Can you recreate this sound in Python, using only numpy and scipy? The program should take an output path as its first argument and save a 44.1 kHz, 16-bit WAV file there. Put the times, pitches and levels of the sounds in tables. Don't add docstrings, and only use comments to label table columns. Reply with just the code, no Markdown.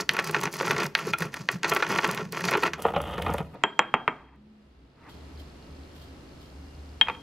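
import sys
import numpy as np
from scipy import signal
from scipy.fft import rfft, irfft, next_fast_len
from scipy.io import wavfile
from scipy.ndimage import map_coordinates

SR = 44100
rng = np.random.default_rng(int(sys.argv[2]) if len(sys.argv) > 2 else 0)


def output_pcm(signal):
    pcm = np.clip(np.atleast_2d(signal).T, -1, 1) * 32767
    wavfile.write(sys.argv[1], SR, np.round(pcm).astype(np.int16))


N = 318401
TIME = np.arange(N) / SR
LATER_S = 2.78
LATER = TIME > LATER_S


def amp(db):
    return 10 ** (np.asarray(db) / 20)


def unit(x):
    return x / np.sqrt(np.mean(x ** 2) + 1e-20)


def along(points, hz):
    f, v = np.transpose(points)
    return np.interp(np.log(hz + 1), np.log(f + 1), v)


def curves(rows, outside=None):
    s, *columns = np.transpose(rows)
    return [np.interp(TIME, s, column, outside, outside) for column in columns]


def wobble(rate):
    knots = rng.standard_normal(int(N * rate / SR) + 4)
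    return map_coordinates(knots, [np.arange(N) * rate / SR])


def filtered(x, response):
    m = next_fast_len(N + SR // 2)
    h = response(np.fft.rfftfreq(m, 1 / SR))
    h = unit(np.abs(h)) * np.exp(1j * np.angle(h))
    return irfft(rfft(x, m) * h, m)[..., :N]


def resonant(x, modes, steep_hz):
    def body(f):
        total = 0
        for k, (center, width, db) in enumerate(modes):
            mode = 1j * f * width / (center * center - f * f + 1j * f * width)
            total = total + (-1) ** k * amp(db) * mode
        return total / (1 + 1j * f / steep_hz) ** 2
    return filtered(x, body)


def twice(x, modes, steep_hz):
    return unit(resonant(resonant(x, modes, steep_hz), modes, steep_hz))


def coloured(x, spectrum):
    return filtered(x, lambda hz: amp(along(spectrum, hz)))


BIGGEST = 2


def grains(rate, spread_db, smooth):
    size = amp(spread_db * np.minimum(rng.exponential(size=N), BIGGEST))
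    impacts = (rng.random(N) < rate / SR) * size * rng.standard_normal(N)
    return unit(unit(impacts) + smooth * rng.standard_normal(N))


def bursts(times, db, length, blow):
    out, t = np.zeros(N + SR), np.arange(SR // 10) / SR
    for s, level, t60, first in np.broadcast(times, db, length, blow):
        fade = amp(-60 * t / max(t60, .001))
        noise = fade * rng.standard_normal(len(t))
        noise *= np.linalg.norm(fade) / np.linalg.norm(noise)
        noise[0] = first
        out[round(s * SR):][:len(t)] += amp(level) * noise
    return out[:N]


def sides(db):
    return amp(np.array([db, -db]) / 2)


def ringing(times, db, pan, modes, scatter_db=1.0, flutter_db=0, drift=0):
    out, t = np.zeros((2, N + SR)), np.arange(SR // 2) / SR
    onset = 1 - np.exp(-(t / 0.0005) ** 2)

    def slow():
        return np.interp(t, np.arange(40) / 70, rng.standard_normal(40))

    for s, level, side in zip(times, db, pan):
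        lead = (12.0 + 3.2 * side) * np.array([[1e-6], [-1e-6]])
        ring = 0
        for hz, mode_db, t60 in modes:
            strength = level + mode_db + rng.normal(0, abs(scatter_db))
            gain = amp(strength + flutter_db * slow() - 60 * t / t60)
            phase = 2 * np.pi * hz * (t + lead) + drift * slow() * np.minimum(t / .01, 1)
            ring = ring + gain * np.sin(phase)
        out[:, round(s * SR):][:, :len(t)] += sides(side)[:, None] * ring * onset
    return out[:, :N]


def ports(x, pan, lead):
    m = next_fast_len(N + SR // 2)
    hz, half = np.fft.rfftfreq(m, 1 / SR), np.array([[.5], [-.5]])
    turn = np.exp(1j * half * along(lead, hz))
    return irfft(rfft(x, m) * amp(half * along(pan, hz)) * turn, m)[:, :N]


# (time [s], scrape [dB], push on the counter [dB], crunch of seeds [dB])
STROKES = [
    [(0.0, -29, -32, -42), (0.01, -39.5, -39, -32.5), (0.04, -51, -47, -75), (0.06, -65, -59.5, -74.5),
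     (0.07, -67, -75, -74.5), (0.082, -65, -53.5, -76), (0.085, -49, -60, -72)],
    [(0.105, -44, -42, -55.5), (0.143, -34, -41.5, -47), (0.197, -29, -43.5, -48.5),
     (0.221, -33, -46.5, -50), (0.247, -38.5, -44.5, -45), (0.475, -33.5, -37.5, -52.5),
     (0.51, -55, -66, -64)],
    [(0.52, -50, -50, -53), (0.548, -36, -52, -41.5), (0.73, -28.5, -32, -41), (0.788, -29, -43, -52.5),
     (0.868, -31.5, -35, -38.5), (0.874, -59, -43, -71), (0.94, -68, -60.5, -68)],
    [(0.965, -41, -62, -58.5), (0.975, -35, -53, -47), (1.115, -41, -37, -45), (1.125, -57, -50, -60),
     (1.137, -19.5, -33.5, -48), (1.153, -51, -57, -65.5), (1.16, -62, -54.5, -72)],
    [(1.17, -67, -60, -76.5), (1.182, -48, -75, -54.5), (1.216, -37, -34.5, -42), (1.222, -32.5, -36, -44),
     (1.252, -42.5, -34, -49), (1.312, -64, -54, -72), (1.33, -45, -66, -56)],
    [(1.345, -39, -63, -41.5), (1.353, -41, -64, -59), (1.357, -38, -67, -46.5),
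     (1.415, -47.5, -38.5, -50.5), (1.429, -55, -42, -56), (1.469, -68, -60, -65), (1.48, -49, -63, -65)],
    [(1.5, -38, -50, -54), (1.512, -34, -50, -49), (1.518, -46, -58, -43), (1.546, -35, -34, -45),
     (1.566, -43, -40.5, -49), (1.58, -69, -49, -64), (1.622, -56, -52, -69)],
    [(1.66, -29.5, -51, -50), (1.69, -40, -44, -37.5), (1.718, -26.5, -40, -45), (1.836, -39, -63, -47),
     (1.85, -35, -52, -51.5), (1.912, -28.5, -33.5, -42), (1.97, -29, -44.5, -46.5)],
    [(1.98, -37, -37.5, -37.5), (1.99, -25, -41, -45), (2.016, -41, -60, -49), (2.046, -17, -57.5, -40.5),
     (2.062, -32, -37.5, -45.5), (2.208, -35, -40.5, -51), (2.31, -69, -45.5, -65)],
    [(2.33, -35.5, -49, -46.5), (2.508, -34, -34.5, -39.5), (2.558, -25.5, -42, -52.5),
     (2.614, -43, -53.5, -48.5), (2.634, -18, -44, -43.5), (2.67, -28, -38, -41), (2.725, -70, -56.5, -84)],
    [(2.745, -40, -43, -56), (2.783, -35, -54, -70), (2.833, -41, -53.5, -49.5), (2.849, -29, -52.5, -63.5),
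     (2.925, -37.5, -50.5, -69), (2.961, -23, -34, -64.5), (3.05, -43, -41.5, -66)],
    [(3.06, -36, -35, -66.5), (3.094, -37, -49, -65), (3.348, -32, -33, -62), (3.378, -40, -48, -65.5),
     (3.406, -36, -28.5, -66), (3.484, -63.5, -54, -80.5), (3.55, -45, -48, -75.5)],
]


def strokes():
    return curves(sorted(row for stroke in STROKES for row in stroke), outside=-150)


JOLT_TOP_DB = 3.5


def jolts():
    return amp(np.minimum(3.5 * wobble(170) + 2.5 * wobble(45), JOLT_TOP_DB))


# (time [s], level [dB], wood against it [dB], grit against it [dB], length [s])
KNOCKS = [(0.092, -10, -48, -10.5, 0.065), (0.149, -21, -8, -18, 0.037), (0.166, -10.5, -19, -19, 0.022),
          (0.189, -6.5, -19, -17, 0.065), (0.272, -25, -14, -6, 0.045), (0.294, -16, -12, -19.5, 0.049),
          (0.345, -7, -23, -24.5, 0.046), (0.364, -11.5, -12, -18, 0.031), (0.433, -20, -12, -4, 0.081),
          (0.455, -16.5, -12.5, -6.5, 0.034), (0.473, -17.5, -21, -31, 0.06), (0.609, -9.5, -9, -25, 0.023),
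          (0.628, -17, -14.5, -25, 0.052), (0.651, -20.5, -12.5, -12.5, 0.064),
          (0.6787, -13, -11, -17, 0.022), (0.698, -16, -7.5, -16.5, 0.036),
          (0.708, -7, -18.5, -16.5, 0.025), (0.71, -14, -19, -23.5, 0.15), (0.744, -21.5, -13, -31, 0.03),
          (0.764, -14.5, -7, -16, 0.047), (0.781, -17.5, -6, -5.5, 0.055), (0.801, -16.5, -12, -10, 0.11),
          (0.833, -14, -13, -16, 0.034), (0.854, -16, -15, -19.5, 0.035), (0.951, -8, -52.5, -20.5, 0.048),
          (1.068, -24.5, 1.5, -19, 0.041), (1.09, -29.5, 1.5, -13, 0.055), (1.134, -16.5, -19.5, -18, 0.04),
          (1.1374, -18, -24, -20, 0.03), (1.184, -30, -19, -8, 0.029), (1.205, -17, -11, -20.5, 0.035),
          (1.221, -8.5, -23.5, -28.5, 0.027), (1.229, -24, -21, -14, 0.02),
          (1.341, -20.5, -24, -14.5, 0.045), (1.488, -7, -39, -21, 0.032), (1.632, -12, -15.5, -8, 0.039),
          (1.644, -9, -18.5, -17.5, 0.092), (1.711, -21, -16, -22.5, 0.039), (1.735, -20, -18, -18, 0.035),
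          (1.763, -4.5, -20.5, -24.5, 0.051), (1.8018, -17, -14, -20, 0.03),
          (1.824, -7, -21.5, -21.5, 0.068), (1.866, -21, -18, -8.5, 0.034),
          (1.898, -17.5, -8, -12.5, 0.049), (1.941, -31.5, -20, -25, 0.067), (1.986, -4, -30, -30, 0.031),
          (2.032, -14.5, -9.5, -17.5, 0.029), (2.044, -9.5, -15, -11, 0.042),
          (2.089, -11.5, -16.5, -22.5, 0.056), (2.135, -27, -13, -17, 0.053),
          (2.147, -20.5, -15, -16, 0.035), (2.175, -18, -16, -11.5, 0.043),
          (2.206, -23.5, -6, -17.5, 0.051), (2.327, -21, -9.5, -20, 0.034), (2.349, -24.5, -17, -29, 0.049),
          (2.376, -32, -16.5, -17, 0.03), (2.389, -29, -17.5, -18, 0.034), (2.408, -17, -15, -20, 0.031),
          (2.441, -23, -14.5, -1, 0.041), (2.484, -10.5, -14.5, -18, 0.051),
          (2.494, -17, -18, -25.5, 0.034), (2.527, -16, -18, -23.5, 0.04), (2.575, -18.5, -4.5, -16, 0.043),
          (2.625, -13.5, -16, -27, 0.057), (2.652, -15.5, -16, -21.5, 0.03), (2.662, -20, -33, -17, 0.03),
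          (2.513, -14, -9, -22.5, 0.095), (2.536, -12.5, -26.5, -17.5, 0.055),
          (2.55, -7, -18, -30.5, 0.057), (2.634, -3.5, -22.5, -29, 0.031),
          (2.676, -15, -29.5, -32.5, 0.043), (2.734, -19, -22, -7, 0.071), (2.789, -29, -12, -43, 0.046),
          (2.851, -1.5, -12, -57, 0.038), (2.884, -19, -15.5, -36, 0.069), (2.937, -15.5, -13, -41, 0.037),
          (2.962, -5.5, -19, -44, 0.052), (3.098, -26, -17, -35, 0.04), (3.136, -24, -22, -25, 0.04),
          (3.18, -16, -15.5, -30, 0.059), (3.222, -22.5, -32.5, -18, 0.063), (3.263, -9, -11, -40.5, 0.099),
          (3.293, -8.5, -8, -52.5, 0.045), (3.341, -10, 1.5, -42.5, 0.031), (3.382, -17, -3.5, -27, 0.08),
          (3.403, -14.5, -6, -44.5, 0.056), (3.555, -27.5, -8.5, -44, 0.076)]
EDGE_PER_GRIT, EDGE_KNOCK_DB = 0.37, -5
EDGE_PER_WOOD = -0.24
LATER_BLOW = 4.4


def knocks():
    s, db, wood_db, grit_db, length = np.transpose(KNOCKS)
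    edge_db = EDGE_PER_GRIT * grit_db + EDGE_PER_WOOD * wood_db + EDGE_KNOCK_DB
    sharp = 3.74 + LATER_BLOW * (s > LATER_S) + amp(2 * edge_db + 23.5)
    db = db - 10 * np.log10(1 + sharp ** 2 / 30)

    def layer(offset_db, share=1):
        return bursts(s, db + offset_db, share * length, sharp)

    return layer, wood_db, grit_db, edge_db


# (time [s], level [dB])
WEIGHT = [(0.0, -60.5), (0.63, -78), (0.72, -55.5), (1.03, -84), (1.08, -56), (1.58, -78), (1.73, -48),
          (1.81, -75), (2.14, -57.5), (2.25, -69.5), (3.29, -34.5), (3.6, -60)]
# (center [Hz], width [Hz], relative level [dB])
THUD = [(77.7, 31, 0)]
DRUM = [(167.1, 59, 2)]
DRUM_DB, LATER_DRUM_DB = 1.5, -4.5


def counter(push):
    thud = twice(rng.standard_normal(N), THUD, steep_hz=298)
    drum = twice(rng.standard_normal(N), DRUM, steep_hz=610)
    return amp(curves(WEIGHT, outside=-150)[0]) * thud + amp(push + DRUM_DB + LATER_DRUM_DB * LATER) * drum


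def blend(scrape, other, share, offset_db):
    return (1 - share) * scrape + share * other + offset_db


# (center [Hz], width [Hz], relative level [dB])
WOOD = [(295, 46, -8.5), (341.8, 16, 1.5), (420, 51, 2), (548.5, 12, -2.5)]
BOWL = [(521, 96, -6), (674, 40, -3), (880, 131, -1), (1139, 89, 1), (1342, 39, 4.5), (1453, 78, 3),
        (1740, 210, -22.5)]
LATER_BODY = [(194, 45, -5.5), (327, 30, -7), (460, 59, -2), (579, 30, 0), (684, 60, -3), (913, 160, -2.5),
              (1005, 140, -4), (1240, 83, -4.5), (1430, 41, -12)]
BOWL_RUB_DB, LATER_RUB_DB, LATER_KNOCK_DB = -2, -1, -6.5


def mortar_body(scrape, push, rub, soft, knock, wood_db):
    wood = amp(blend(scrape, push, share=0.27, offset_db=-4))
    bowl = amp(scrape + BOWL_RUB_DB)
    later = amp(scrape + LATER_RUB_DB)
    body = resonant(~LATER * (wood * rub + knock(wood_db)), WOOD, steep_hz=890)
    body += resonant(~LATER * (bowl * rub + knock(-10.5)), BOWL, steep_hz=2530)
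    return body + resonant(LATER * (later * soft + knock(LATER_KNOCK_DB)), LATER_BODY, steep_hz=2500)


# (center [Hz], width [Hz], relative level [dB])
EDGE = [(1475, 220, 0), (1866, 218, 4), (2187, 130, 2), (2479, 140, 2.5), (2860, 150, -7),
        (3353, 240, -9.5), (3980, 720, -11)]
GLAZE = [(2960, 560, -3.5), (3245, 160, 2), (3605, 600, -6.5)]
GRIT = [(4520, 750, 0), (5430, 790, 1), (6310, 900, 0.45)]
# (time [s], level [dB])
LATER_GLAZE = [(2.78, -54), (2.858, -42.5), (2.87, -62), (2.884, -43), (2.902, -51), (2.91, -65),
               (2.964, -34), (2.988, -49.5), (3.19, -46), (3.21, -67), (3.22, -34), (3.246, -55),
               (3.26, -43.5), (3.372, -57), (3.382, -42), (3.46, -75)]
LATER_EDGE_DB, GLAZE_RUB_DB = -4, -15.5
GLAZE_KNOCK_DB = -4


def mortar_edge(scrape, seeds, rub, soft, knock, edge_db):
    edge = amp(blend(scrape, seeds, share=0.24, offset_db=-2.3) + LATER_EDGE_DB * LATER)
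    glaze = amp(np.where(LATER, curves(LATER_GLAZE, outside=-150)[0], scrape + GLAZE_RUB_DB))
    bright = resonant(edge * np.where(LATER, soft, rub) + knock(edge_db - 0.5, share=0.72), EDGE, steep_hz=5990)
    bright += glaze * twice(rub, GLAZE, steep_hz=5740)
    glaze_knock = knock(2.0 * edge_db + GLAZE_KNOCK_DB, share=0.36)
    return bright + resonant(glaze_knock, GLAZE + GRIT[:1], steep_hz=7140)


# (frequency [Hz], relative level [dB], t60 [s])
CLACK = [(852, -9.5, 0.05), (1374, 0, 0.093), (2226, -9, .02), (2460, 4, .022), (2900, -8, .02),
         (3330, -2, 0.022), (3920, -10, 0.02)]
CLACK_S, CLACK_DB, CLACK_STOP_S = 1.135, -17.5, 1.153


def clack():
    ring = ringing([CLACK_S], [CLACK_DB], [0], CLACK).mean(axis=0)
    cutoff = amp(-15 * np.maximum(TIME - CLACK_STOP_S, 0) / .002)
    return ring * amp(2.3 * wobble(500)) * cutoff


# (frequency [Hz], relative density [dB per Hz])
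FIZZ = [(4500, -23.5), (7000, -2.5), (9000, -1), (11000, 1), (13000, -2), (15000, -3), (15800, -10.5),
        (16500, -29)]
GRIT_RUB_DB, LATER_FIZZ_DB = -0.5, 16


def seed_crunch(scrape, seeds, jolt, knock, grit_db):
    crunch = amp(seeds + GRIT_RUB_DB) * unit(jolt * grains(1500, spread_db=5, smooth=0.55))
    crunch += knock(grit_db - 4, share=0.67)
    common = grains(900, spread_db=3, smooth=.6)
    own = np.array([grains(900, spread_db=3, smooth=.6) for _ in "LR"])
    fizz = amp(blend(scrape, seeds, share=1, offset_db=-13) + LATER_FIZZ_DB * LATER)
    high = fizz * unit(jolt * (common + 0.5 * own))
    return resonant(crunch, GRIT, steep_hz=8900) + coloured(high, FIZZ)


# (time [s], level [dB], lower crunch against it [dB])
CRACKS = [(0.091, -25, 5), (0.112, -34.5, 0), (0.1354, -28, 0), (0.167, -31, -2), (0.1974, -31.5, 4),
          (0.2254, -43, 0), (0.243, -26, 3), (0.274, -27.5, 4), (0.311, -25, 1), (0.3656, -47, 0),
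          (0.405, -32.5, 3), (0.413, -27.5, 8), (0.4364, -24, 3), (0.4534, -35, 0), (0.5152, -41, 0),
          (0.5271, -29.5, 6), (0.5402, -27, -2), (0.5514, -40, 2), (0.568, -30, 4), (0.622, -30.5, 0),
          (0.6624, -28, -2), (0.6789, -31, 0), (0.6974, -40, 0), (0.713, -25, 0), (0.7622, -37, 0),
          (0.7816, -40.5, 0), (0.8031, -33.5, 0), (0.833, -31.5, 0), (0.8425, -29, -3), (0.863, -29.5, 0),
          (0.9517, -30.5, -4), (0.9792, -33, 0), (0.9916, -31.5, 0), (1.069, -33, 0), (1.0893, -38.5, -2),
          (1.134, -33, 0), (1.1787, -44, 0), (1.186, -25, 0), (1.205, -28.5, 0), (1.2216, -28.5, 0),
          (1.255, -37, 0), (1.3414, -29.5, -5), (1.4875, -41, 0), (1.5155, -27.5, -7), (1.6312, -42, 0),
          (1.6806, -31, 2), (1.697, -18.5, 5.5), (1.737, -24.5, -3), (1.7489, -22.5, -4), (1.769, -25, -2),
          (1.8018, -44, 0), (1.8248, -42, 0), (1.8911, -31.5, 0), (1.918, -28, 6), (1.9594, -33.5, 2),
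          (2.0223, -40, 0), (2.0462, -33, 6), (2.0757, -28, 2), (2.0894, -36, 0), (2.1123, -22.5, 4),
          (2.1304, -45, -2), (2.147, -27, 0), (2.1584, -39.5, 0), (2.1744, -45, 0), (2.3231, -25, 3),
          (2.3685, -41, 0), (2.4069, -33, 0), (2.4414, -40, 0), (2.4523, -27.5, 9), (2.4833, -34, 0),
          (2.5112, -23.5, 0), (2.5454, -45, 0), (2.572, -28.5, -3), (2.6244, -33, 0), (2.6363, -26, -4),
          (2.6594, -42, 0), (2.7333, -40.5, -5), (2.822, -26.5, 0), (3.0165, -31.5, -4),
          (3.2211, -27.5, -2.5), (3.3024, -41.5, 4), (3.338, -26, -2.5), (3.3835, -34.5, 0)]
CRACK_SCATTER_DB = 7


def seed_cracks():
    s, db, lower_db = np.transpose(CRACKS)
    pan = CRACK_SCATTER_DB * rng.standard_normal(len(s))
    husk = bursts(s, db - 8.5, 0.018, blow=0.51)
    own = np.array([bursts(s, db - 15.0 + side * pan / 2, 0.013, blow=0.56) for side in (1, -1)])
    lower = bursts(s, db + lower_db - 9.5, 0.0095, blow=2.5)
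    return resonant(lower, GRIT, steep_hz=8900) + coloured(husk + own, FIZZ)


# (frequency [Hz], left-right [dB])
GRIND_PAN = [(60, 0.0), (180, 0.0), (550, 0.0), (1650, -0.5), (4970, -0.5), (15000, -0.5)]
# (frequency [Hz], left leads by [rad])
GRIND_LEAD = [(200, -0.25), (1000, 0.18), (4000, -0.28), (9000, -0.66)]
LATER_SMOOTH = 0.33


def grinding():
    scrape, push, seeds = strokes()
    jolt = jolts()
    knock, wood_db, grit_db, edge_db = knocks()
    rub = unit(jolt * grains(900, spread_db=5, smooth=.3))
    soft = unit(rub + LATER_SMOOTH * rng.standard_normal(N))
    mortar = mortar_body(scrape, push, rub, soft, knock, wood_db)
    mortar += mortar_edge(scrape, seeds, rub, soft, knock, edge_db) + clack()
    return counter(push) + mortar + seed_crunch(scrape, seeds, jolt, knock, grit_db) + seed_cracks()


# (frequency [Hz], correlation)
ALIKE = [(60, 1.0), (180, 0.32), (550, 0.4), (1650, 0.13), (4970, 0.038), (15000, 0.06)]


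def wide(spectrum):
    m = next_fast_len(N)
    hz = np.fft.rfftfreq(m, 1 / SR)
    turn = np.arccos(np.clip(along(ALIKE, hz), -1, 1)) / 2
    noise = rfft(rng.standard_normal((2, N)), m) * amp(along(spectrum, hz))
    mid, side = irfft(noise * [np.cos(turn), np.sin(turn)], m)[:, :N]
    return unit(np.array([mid + side, mid - side]))


def gliding(rows):
    hz, db = curves(rows)[0], curves(rows, outside=-150)[1]
    return amp(db) * np.sin(2 * np.pi * np.cumsum(hz) / SR)


# (time [s], rumble [dB], drone [dB], wash [dB], hiss [dB], camera ticks [dB])
KITCHEN = [(4.14, -75.5, -51, -64, -87.5, -85.5), (4.31, -68, -56, -71.5, -98, -88),
           (4.62, -68, -58.5, -69, -92, -86), (4.95, -60, -57, -69.5, -93, -78),
           (5.15, -56, -47, -58, -78, -67.5), (7.0, -53, -49, -59, -77.5, -69)]
# (frequency [Hz], relative density [dB per Hz])
WASH = [(300, -1.5), (450, 1.5), (600, -1.5), (800, -3.5), (1350, -8.5), (2500, -12), (3500, -14),
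        (4500, -17), (6000, -34), (8000, -54.5)]
HISS = [(2940, -29), (5000, -3), (5530, -4), (13500, -16.5), (15500, -33), (15800, -48.5), (16500, -51)]
# (center [Hz], width [Hz], relative level [dB])
DRONE = [(142, 29, 2), (272, 56, 1), (380, 88, -5.5)]
# (frequency [Hz], level at the loudest wash, before a wobble [dB])
WHINE = [(272, -60), (1303, -70.5), (2821, -73.5)]
# (time [s], frequency [Hz], level [dB])
HUM = [(4.36, 202.6, -53.5), (4.5, 217, -51.5), (4.6, 209.8, -52.5), (4.74, 211, -69.5)]
# (time [s], frequency [Hz], rms level before a wobble [dB])
THROB = [(4.2, 63.94, -60), (4.29, 63.6, -59.5), (4.6, 70.2, -71), (4.79, 61.44, -57), (5.02, 60.56, -68.5),
         (5.11, 73.5, -64), (5.14, 74.2, -53.5), (5.41, 74, -43), (5.5, 65.6, -54), (5.59, 66, -54),
         (5.65, 75.1, -62), (5.7, 74.84, -50.5), (6.38, 74.6, -54), (6.53, 67.5, -55), (6.61, 74.1, -48.5),
         (6.98, 72.9, -46.5), (7.05, 73.2, -69), (7.09, 73.7, -43), (7.14, 71.2, -69), (7.22, 66.4, -63)]


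def kitchen():
    rumble, drone, wash, hiss, _ = curves(KITCHEN)
    air = amp(wash + 5.5 + 0.66 * wobble(2.4)) * wide(WASH) + amp(hiss + 11.0) * wide(HISS)
    low = amp(rumble) * twice(rng.standard_normal(N), [(66.8, 47, 0)], steep_hz=200)
    low += amp(drone - 4.0) * resonant(rng.standard_normal(N), DRONE, steep_hz=700)
    whine = 0
    for hz, db in WHINE:
        whine = whine + amp(db + wash - wash.max() + 2.7 * wobble(14)) * np.sin(2 * np.pi * hz * TIME)
    throb = np.sqrt(2) * amp(1.5 * wobble(14)) * gliding(THROB)
    return air + low + gliding(HUM) + throb + whine


def camera():
    s = np.arange(0, N / SR - .01, 1 / 120)
    db = 8 * np.cos(2 * np.pi * 72 * s) + rng.normal(0, 2, len(s))
    ticks = unit(bursts(s, db, .006, blow=3))
    return amp(curves(KITCHEN)[-1]) * twice(ticks, [(4140, 610, -1), (5100, 590, -0.5)], steep_hz=8000)


def swells(rows):
    power = 0
    for s, db, rise, fall in rows:
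        below_db = 10 * np.maximum((s - TIME) / rise, (TIME - s) / fall)
        power = power + amp(db - below_db) ** 2
    return np.sqrt(power)


# (peak time [s], level [dB], 10 dB rise [s], 10 dB fall [s])
SCUFF = [(3.557, -56.5, 0.0067, 0.023), (3.62, -56.5, .03, 0.015), (4.2, -54.5, 0.034, 0.067),
         (4.29, -60, .04, 0.028), (4.345, -59.5, 0.054, 0.023), (5.088, -49.5, 0.066, 0.018)]
# (peak time [s], level [dB], 10 dB rise [s], 10 dB fall [s])
SHAKES = [(5.092, -60.5, 0.0036, 0.053), (5.4, -61, 0.018, 0.034), (5.96, -63.5, 0.0215, .08),
          (6.02, -61, .015, 0.051), (6.408, -64, .006, .08), (7.1, -68.5, 0.057, .06)]
# (frequency [Hz], relative density [dB per Hz])
SEEDS = [(2500, -25), (3200, 13), (4500, 11), (7500, -5), (10000, -1.5), (13000, 1), (15500, -6),
         (16500, -27.5)]
# (center [Hz], width [Hz], relative level [dB])
RIM = [(291, 140, -11.5), (512, 45, -4), (692, 130, -1), (900, 103, 7.5), (1225, 250, 4), (1630, 220, 1.5),
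       (1957, 303, 2.5), (2660, 370, -2)]


def handling():
    scuff = swells(SCUFF) * resonant(grains(2000, spread_db=1.5, smooth=1), RIM, steep_hz=2400)
    seeds = np.array([grains(1500, spread_db=2.5, smooth=.7) for _ in "LR"])
    chime = resonant(seeds, [(3180, 60, -3.0), (7230, 80, -8.0)], steep_hz=9040)
    return scuff + swells(SHAKES) * (amp(4.5) * coloured(seeds, SEEDS) + amp(-1) * chime)


# (time [s], knock [dB], ring [dB], ring [Hz], lasting ring [dB], click [dB],
# wood against the knock [dB], ring left-right [dB], high ring [dB])
TAPS = [(3.637, -5, -23, 3205, -41, -32.5, -21, 0, -51),
        (3.792, -2.5, -23, 3220, -43, -26, -24.5, -0.5, -52),
        (3.94, -4, -32, 3200, -45, -42, -22.5, 1, -76), (4.078, -6, -37, 3208, -54.5, -54.5, -22.5, 3, -71),
        (7.012, -14, -11.5, 3197, -39, -48, -55.5, 5.5, -75),
        (7.066, -34, -56, 3197, -67, -71, -23, -5, -95), (7.072, -25.5, -54, 3197, -68, -71, -37, -3, -95),
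        (7.084, -14.5, -62, 3180, -72, -73, -43, 0, -95), (7.088, -21.5, -58, 3197, -68, -67, -18, 0, -92),
        (7.098, -17, -51, 3100, -63, -74, -35, -3, -86),
        (7.149, -37, -48, 3197, -60, -70, -35, -2.5, -90.5)]
# (frequency [Hz], relative level [dB], t60 [s])
LASTING_RING = [(3219, 0, .55), (3189, -3, .35), (3246, -7, .3), (3425, -18, .28)]
HIGH_RING = [(7456, 0, .2), (7425, -7, .12)]
BODY_RING = [(150, -9.5, .15), (210, 0, 0.18), (343.3, -9, .18), (477, -3, .09), (650, -4.5, 0.22),
             (748, -12.5, 0.22), (885, 3.5, 0.11), (1005, -5.5, 0.12), (1150, -4, 0.18), (1345, -8.5, 0.26),
             (1600, -5, 0.29), (1815, -7, .15), (1990, -10, 0.14), (2538, -18, .2)]
# (frequency [Hz], left-right [dB])
TAP_PAN = [(60, 1), (180, 1), (550, -2), (1650, 1), (4970, -2.5), (15000, -5)]
# (frequency [Hz], left leads by [rad])
TAP_LEAD = [(200, 0.04), (1000, 0.15), (4000, -0.5), (9000, -1.4)]
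TAP_EDGE_PER_WOOD, TAP_EDGE_DB = -0.64, -38
BODY_RING_DB, RING_T60_S = -30.5, .055
RING_STEP_S, RING_STEP_DB = 7.066, 0.5


def taps():
    s, db, ring_db, ring_hz, lasting_db, click_db, wood_db, pan, high_db = np.transpose(TAPS)
    knock = resonant(bursts(s, db - 14.5, 0.059, blow=27.5), RIM, steep_hz=4030)
    knock += resonant(bursts(s, db + wood_db - 4.5, 0.12, blow=8.9), WOOD, steep_hz=909)
    edge_db = db + TAP_EDGE_PER_WOOD * wood_db + TAP_EDGE_DB
    knock += resonant(bursts(s, edge_db, 0.027, blow=3.1), EDGE + GLAZE, steep_hz=6000)
    click_colour = [(3000, -25.0), (4500, -1.0), (5800, 3.5), (7500, 7.5), (10000, -17.5), (16000, -26)]  # Hz, dB
    click = coloured(bursts(s, click_db, 0.0044, blow=8.1), click_colour)
    lasting = ringing(s, lasting_db, pan, LASTING_RING, flutter_db=2.5, drift=.6)
    lasting *= 0.87 + 0.45 * wobble(90)
    lasting *= amp(RING_STEP_DB * (TIME > RING_STEP_S))
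    high = ringing(s, high_db, 0 * pan, HIGH_RING) * amp(3.4 * wobble(40))
    knock, click = ports(knock, TAP_PAN, TAP_LEAD), ports(click, TAP_PAN, TAP_LEAD)
    knock = knock + ringing(s, db + BODY_RING_DB, 0 * pan, BODY_RING, flutter_db=4.5, drift=1.6)
    ring = 0
    for at, level, side, hz in zip(s, ring_db, pan, ring_hz):
        ring = ring + ringing([at], [level + 6.0], [side], [(hz, 0, RING_T60_S)], scatter_db=0.1)
    return knock + ring + lasting, click + high


# (frequency [Hz], t60 [s])
ROOM = [(150, 0.67), (1000, 0.34), (4000, 0.22), (10000, 0.29)]
# (frequency [Hz], share)
ROOM_APART = [(100, .12), (400, .3), (2000, .45), (8000, 0.57)]


def room(x):
    out, step = np.zeros((2, N + 2 * SR)), SR // 7
    for start in range(0, N, step):
        hz, t, z = signal.stft(rng.standard_normal((2, SR // 2)), SR, nperseg=256)
        apart = np.clip(along(ROOM_APART, hz), 0, 1)[:, None]
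        z[1] = np.sqrt(1 - apart ** 2) * z[0] + apart * z[1]
        fade = amp(-60 * t / along(ROOM, hz)[:, None])
        tail = signal.istft(z * fade, SR, nperseg=256)[1]
        tail = tail / np.linalg.norm(tail, axis=1)[:, None]
        wet = signal.fftconvolve(x[None, start:start + step], tail, axes=1)
        late = start + 200
        out[:, late:late + wet.shape[1]] += wet
    return out[:, :N]


def scene():
    grind, (blows, clicks) = grinding(), taps()
    near = ports(grind, GRIND_PAN, GRIND_LEAD) + blows + clicks + handling()
    to_room = amp(-16.0) * grind.mean(axis=0) + amp(-14) * blows.mean(axis=0)
    return near + room(to_room) + kitchen() + camera()


TOP_HZ = 16700


def record(dry):
    m = next_fast_len(N + SR // 2)
    kept = np.fft.rfftfreq(m, 1 / SR) < TOP_HZ
    return irfft(rfft(dry, m) * kept, m)[:, :N]


dry = scene()
out = record(dry)
output_pcm(out)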